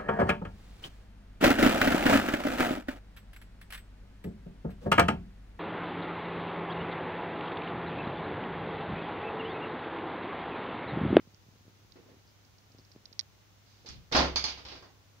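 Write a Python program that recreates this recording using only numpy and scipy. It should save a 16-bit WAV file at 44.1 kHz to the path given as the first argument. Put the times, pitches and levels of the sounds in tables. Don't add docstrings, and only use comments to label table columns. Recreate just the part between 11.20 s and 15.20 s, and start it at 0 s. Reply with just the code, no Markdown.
import sys
import numpy as np
from scipy import signal
from scipy.io import wavfile

SR = 44100
rng = np.random.default_rng(int(sys.argv[2]) if len(sys.argv) > 2 else 0)


def generate_wav(signal):
    frames = np.transpose(np.atleast_2d(signal))
    scaled = np.clip(frames, -1, 1) * 32767
    pcm = np.round(scaled).astype(np.int16)
    wavfile.write(sys.argv[1], SR, pcm)


N = 176400
T = np.arange(N) / SR


# t/s, glass level/dB, frame level/dB, rail level/dB, rattle decay/s
ENCLOSURE_HITS = [(2.665, -36, -33, -25, 0.0034), (2.915, -15.5, -24, -44, 0.0032),
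                  (2.923, -4.5, 0.5, -12, 0.012), (2.949, 6, 4.5, -18, 0.001), (2.965, 1.5, -1, 0, .001),
                  (2.987, 2, 0.5, -24, 0.0036), (3.005, -2.5, -20, -9.5, 0.0047),
                  (3.045, -8.5, -31, -14, 0.014), (3.159, -14, -10, 0.5, 0.0028),
                  (3.241, -17.5, -7, -2.5, .005), (3.283, -19, -8.5, -17, 0.013),
                  (3.375, -23, -20.5, -29, 0.032), (3.451, -24, -17.5, -28, 0.0041),
                  (3.485, -27, -16.5, -30, 0.051), (3.517, -25.5, -18.5, -32, 0.016),
                  (3.554, -26.5, -26.5, -30.5, 0.014), (3.625, -24.5, -33, -34.5, 0.04)]
# f/Hz, level/dB, t60/s
PANEL_MODES = [(158, -8, .6), (184, -8, .45), (263, -4.5, .4), (300, -3.5, .45), (362, -1.5, .42),
               (482, -4, .25), (502, -6, .3), (555, -5, .27), (640, -2, .3), (734, -3, .28), (818, -3, .3),
               (905, -2, .27), (1020, -3, .28), (1058, -2, .28), (1413, -3, .25), (1592, -3, .27),
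               (1907, -7, .25)]
# f/Hz, level/dB
PANEL_COLOUR = [(40, -10), (110, -9.5), (260, 0.5), (450, 0), (700, 0), (1100, 0.5), (1800, -6),
                (3200, -22), (5500, -13.5), (8000, -41), (16000, -65)]
HIT_RATTLE_SHARE = 0.35

def glass_panel():
    hits = [(t, db, decay) for t, db, _, _, decay in ENCLOSURE_HITS]
    wash = room(from_db(2) * contacts(hits, HIT_RATTLE_SHARE), PANEL_COLOUR)
    return wash + from_db(-37.5) * struck(hits, PANEL_MODES)


# f/Hz, level/dB
CLATTER_COLOUR = [(200, -15), (700, -11), (1400, -5.5), (2400, 3), (3900, 3.5), (5400, 2.5), (6600, -14.5),
                  (8000, -28.5), (12500, -43), (15000, -25)]
# t/s, level/dB, decay/s
CLAW_DRAGS = [(3.283, -60, .012), (3.452, -54, .02), (3.51, -58, 0.022)]
# f/Hz, level/dB
FRAME_TONES = [(2498, -4), (3004, -7), (3526, -3), (4064, -1), (4134, -1), (5373, 0)]
FRAME_T60_S = 0.33

def metal_frame():
    hits = [(t, db, decay) for t, _, db, _, decay in ENCLOSURE_HITS]
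    clatter = room(from_db(0.5) * contacts(hits, HIT_RATTLE_SHARE), CLATTER_COLOUR)
    return clatter + struck(CLAW_DRAGS, [(hz, db, FRAME_T60_S) for hz, db in FRAME_TONES])


# f/Hz, level/dB
RAIL_TONES = [(860, -11), (1250, -13), (2293, -12), (3370, -10), (3515, -7), (3650, -9), (4290, -6),
              (4370, -4), (4516, -2), (4590, -2), (4636, -2), (4711, -3), (4759, -7), (4818, -4),
              (4890, -5), (4934, -6), (5776, -11)]
# f/Hz, level/dB
RAIL_COLOUR = [(500, -20), (900, -9), (1800, -15), (2280, -6.5), (2900, -17), (3550, -6), (4050, -15),
               (4400, -2), (4900, -1), (5350, -15), (5900, -4.5), (6500, -12), (7700, -39), (15000, -42)]
RAIL_T60_S = 0.22

def top_rail():
    hits = [(t, db, decay) for t, _, _, db, decay in ENCLOSURE_HITS]
    wash = room(from_db(1) * contacts(hits, HIT_RATTLE_SHARE), RAIL_COLOUR)
    clank = struck(hits, [(hz, db, RAIL_T60_S) for hz, db in RAIL_TONES])
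    return wash + from_db(-31) * clank


# t/s, level/dB
WALL_HEAVES = [(2.668, -48), (2.946, -26.5), (3.41, -48)]
# f/Hz, level/dB, t60/s
BENDING_MODES = [(66.16, -4, 0.86), (77, -16.5, 0.35), (51, -11, 0.27)]
SWAY_RISE_S = 0.047

def wall_sway():
    out = np.zeros(N)
    for t, heave_db in WALL_HEAVES:
        age = np.maximum(T - t, 0)
        swell = np.minimum(age / SWAY_RISE_S, 1)
        since_peak = age - SWAY_RISE_S
        for hz, db, t60 in BENDING_MODES:
            fade = from_db(heave_db + db - 60 * np.maximum(since_peak, 0) / t60)
            out += swell * fade * np.sin(2 * np.pi * hz * since_peak)
    return out


# t/s, level/dB, decay/s
PAW_STEPS = [(.757, -22, 0.0025), (.785, -30, .003), (.86, -27, 0.02), (.888, -27.5, 0.014),
             (.925, -36, .01), (2.648, -25.5, 0.033), (2.688, -36, 0.011), (3.518, -17.5, 0.008),
             (3.63, -33, .04)]
# f/Hz, level/dB
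PAW_COLOUR = [(50, -16), (150, -18), (310, 4), (550, -4.5), (900, -13.5), (2000, -18), (5000, -26),
              (16000, -69)]
# f/Hz, level/dB, t60/s
PERCH_MODES = [(275, -3, .12), (345, -3, .17), (468, -1, .12)]
# t/s, level/dB, decay/s
PERCH_THUMPS = [(2.685, -17.5, .01), (2.738, -18, .015), (3.55, -30, .01)]
# f/Hz, level/dB
PERCH_COLOUR = [(40, -12), (80, -7.5), (140, -4.5), (250, -16.5), (600, -33), (16000, -67)]
# t/s, level/dB, decay/s
CLAW_SCUFFS = [(2.46, -28.5, 0.26), (2.659, -18.5, 0.008), (2.689, -16.5, .001)]
# f/Hz, level/dB
CLAW_COLOUR = [(200, -18), (1000, -7), (2400, -4), (3400, -1), (4600, 3), (6200, -3.5), (8000, -24),
               (16000, -42)]

def paws():
    steps = room(from_db(-1) * contacts(PAW_STEPS, rattle_share=0.52), PAW_COLOUR)
    thumps = room(contacts(PERCH_THUMPS, rattle_share=0.44), PERCH_COLOUR)
    scuffs = room(contacts(CLAW_SCUFFS, rattle_share=0.88), CLAW_COLOUR)
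    return steps + thumps + scuffs + from_db(-32) * struck(PAW_STEPS, PERCH_MODES)


# t/s, level/dB, gap/s, second tick re first/dB, f/Hz
CASE_TICKS = [(.146, -48.5, .004, -17, 5170), (.7215, -45, 0.0032, -5, 4400),
              (1.250, -55.5, 0.0036, -2, 5000), (1.383, -55, .003, 2, 4870), (1.519, -54, 0.0032, -2, 4900),
              (1.585, -51, 0.0048, -1, 4830), (1.650, -52, 0.0029, -3, 4900),
              (1.717, -48.5, .0035, -2, 4800), (1.8557, -38.5, 0.0035, -1, 4710),
              (1.9283, -43.5, 0.0032, -0.5, 4730), (1.9933, -17.5, 0.00092, -10, 4890),
              (1.9989, -29, 0.00092, 1.5, 4920), (2.0024, -40.5, 0.0078, 4, 4430),
              (2.689, -34, .001, -16, 5400)]
TICK_WIDTH_HZ, TICK_LAG_S, TICK_PAN_DB = 1700, 0.000341, 5

def case_ticks():
    out, size = np.zeros(N), SR // 10
    for t, db, gap, second_db, hz in CASE_TICKS:
        pair = np.zeros(size)
        pair[0] = 1
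        pair[int(gap * SR)] += from_db(second_db)
        snap = knock(pair, hz - TICK_WIDTH_HZ / 2, hz + TICK_WIDTH_HZ / 2, order=3)
        body = from_db(-17) * ring(pair, hz=1960, t60=0.0066)
        edge = from_db(-36) * pair
        start = int(t * SR)
        out[start:start + size] += from_db(db) * (snap + body + edge)
    left = np.interp(T - TICK_LAG_S, T, out)
    return np.array([left * from_db(-TICK_PAN_DB), out * from_db(TICK_PAN_DB)])


# t/s, level/dB
FINGER_BUMPS = [(0.359, -54), (0.453, -55), (.48, -50), (.648, -54), (.794, -54), (.917, -50), (0.943, -52),
                (0.969, -54), (1.548, -49.5), (1.588, -50.5), (1.596, -55), (1.752, -55), (1.7616, -43.5),
                (1.917, -52.5)]
# t/s, level/dB
GRIP_CONTOUR = [(0, -53), (.5, -58), (.75, -62), (1.35, -67), (1.55, -55.5), (1.95, -67), (2.1, -69),
                (4, -69)]
# t/s, level/dB, decay/s
FINGER_SLIDES = [(1.068, -51.5, 0.036), (1.595, -51.5, .022), (1.722, -53, 0.015)]
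GRIP_KNOCKS_PER_S = 70

def handling():
    clicks = np.zeros(N)
    for t, db in FINGER_BUMPS:
        clicks[int(t * SR)] = from_db(db)
    bumps = knock(clicks, low_hz=95.5, high_hz=364)
    grip = crackle(N, GRIP_KNOCKS_PER_S) * from_db(np.interp(T, *np.transpose(GRIP_CONTOUR)))
    rumble = knock(grip, low_hz=95.5, high_hz=270) / 2
    slides = knock(contacts(FINGER_SLIDES, rattle_share=0.95), low_hz=4410, high_hz=5310)
    return bumps + rumble + slides


# f/Hz, t60/s
BATHROOM_T60 = [(60, 1.1), (200, .3), (500, .4), (1200, .27), (3000, .38), (5000, .25), (15000, .3)]
# f/Hz, left minus right/dB
MIC_BALANCE = [(100, -1), (500, -1), (1800, -1), (3300, -2.5), (4800, -7), (6300, 2.5), (15000, 0)]
BUILD_UP_CYCLES, BUILD_UP_S, LEFT_LAG_S = 0.5, 0.00015, 0.00012

def room(clicks, colour):
    out, grid_hz = np.zeros((2, N)), np.arange(20, SR // 2, 20)
    energy = clicks ** 2 / np.mean(from_db(at_hz(colour, grid_hz)) ** 2)
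    for hz, band in noise_bands():
        feed = energy * from_db(at_hz(colour, hz)) ** 2
        fall = 1e-6 ** (1 / (SR * at_hz(BATHROOM_T60, hz)))
        rise = np.exp(-1 / (SR * (BUILD_UP_S + BUILD_UP_CYCLES / hz)))
        power = signal.lfilter([(1 - fall) * (1 - rise)], [1, -fall - rise, fall * rise], feed + 1e-18)
        pan = from_db(at_hz(MIC_BALANCE, hz) * np.array([[.5], [-.5]]))
        out += band * np.sqrt(power / 2) * pan
    return np.array([np.interp(T - LEFT_LAG_S, T, out[0]), out[1]])


# f/Hz, relative level/dB
HISS_COLOUR = [(25, -21), (60, -6), (110, -5), (200, -15), (300, -15), (450, -19), (900, -19.5),
               (1900, -23), (6400, -25), (8200, -38), (13500, -37), (15200, -31)]
# f/Hz, rms level/dB
MAINS_HUM = [(100.3, -66), (200, -82.5)]
HISS_DB = -62.5

def noise_floor():
    hiss = sum(from_db(at_hz(HISS_COLOUR, hz)) * band for hz, band in noise_bands())
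    hum = sum(from_db(db) * np.sin(2 * np.pi * (hz * T + rng.random())) for hz, db in MAINS_HUM)
    return from_db(HISS_DB) * hiss / hiss.std() + np.sqrt(2) * hum


# f/Hz, left-right correlation
MIC_CORRELATION = [(60, 0.44), (250, 0.23), (500, 0.44), (1000, 0.078), (2000, 0), (15000, 0)]

def noise_bands():
    edges = np.concatenate([np.geomspace(22, 2000, 18)[:-1], np.geomspace(2000, 8000, 23)[:-1],
                            np.geomspace(8000, 16500, 6)])
    white = rng.standard_normal((2, 2, N + SR // 4))
    for k, (low, high) in enumerate(zip(edges, edges[1:])):
        sos = signal.butter(4, [low, high], "band", fs=SR, output="sos")
        mid, side = signal.sosfilt(sos, white[k % 2])[:, -N:]
        hz = np.sqrt(low * high)
        alike = at_hz(MIC_CORRELATION, hz)
        yield hz, np.sqrt(1 + alike) * mid + np.sqrt(1 - alike) * side * np.array([[1], [-1]])


def struck(hits, modes, lowpass_hz=7400):
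    out = np.zeros((2, N))
    for hz, db, t60 in modes:
        tone = from_db(db) * ring(contacts(hits, rattle_share=0.2), hz, t60)
        lag = int(rng.uniform(.5, 1.73) * LEFT_LAG_S * SR)
        pan = from_db(at_hz(MIC_BALANCE, hz) / 2)
        out[0, lag:] += tone[:N - lag] * pan
        out[1] += tone / pan
    return signal.sosfilt(signal.butter(2, lowpass_hz, fs=SR, output="sos"), out)


def contacts(hits, rattle_share):
    out, size = np.zeros(N + SR), SR // 4
    for t, db, decay in hits:
        run = crackle(size, per_s=900) * np.exp(-T[:size] / decay)
        run *= np.sqrt(rattle_share / (np.sum(run ** 2) + 1e-12))
        run[0] += np.sqrt(1 - rattle_share)
        start = int(t * SR)
        out[start:start + size] += from_db(db) * run
    return out[:N]


def crackle(size, per_s):
    return rng.standard_normal(size) * (rng.random(size) < per_s / SR)


def ring(clicks, hz, t60):
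    radius, angle = from_db(-60 / (t60 * SR)), 2 * np.pi * hz / SR
    return signal.lfilter([0, np.sin(angle)], [1, -2 * radius * np.cos(angle), radius ** 2],
                          clicks + 1e-18)


def knock(clicks, low_hz, high_hz, order=2):
    sos = signal.butter(order, [low_hz, high_hz], "band", fs=SR, output="sos")
    return signal.sosfilt(sos, clicks + 1e-18) * SR / (2 * (high_hz - low_hz))


def at_hz(points, hz):
    freqs, values = np.transpose(points)
    return np.interp(np.log(hz), np.log(freqs), values)


def from_db(db):
    return 10 ** (np.asarray(db) / 20)


def scene():
    cat = glass_panel() + metal_frame() + top_rail() + wall_sway() + paws()
    return cat + case_ticks() + handling() + noise_floor()


CUTOFF_HZ = 15600

def record(dry):
    return signal.sosfilt(signal.ellip(10, .1, 70, CUTOFF_HZ, fs=SR, output="sos"), dry)


dry = scene()
out = record(dry)
generate_wav(out)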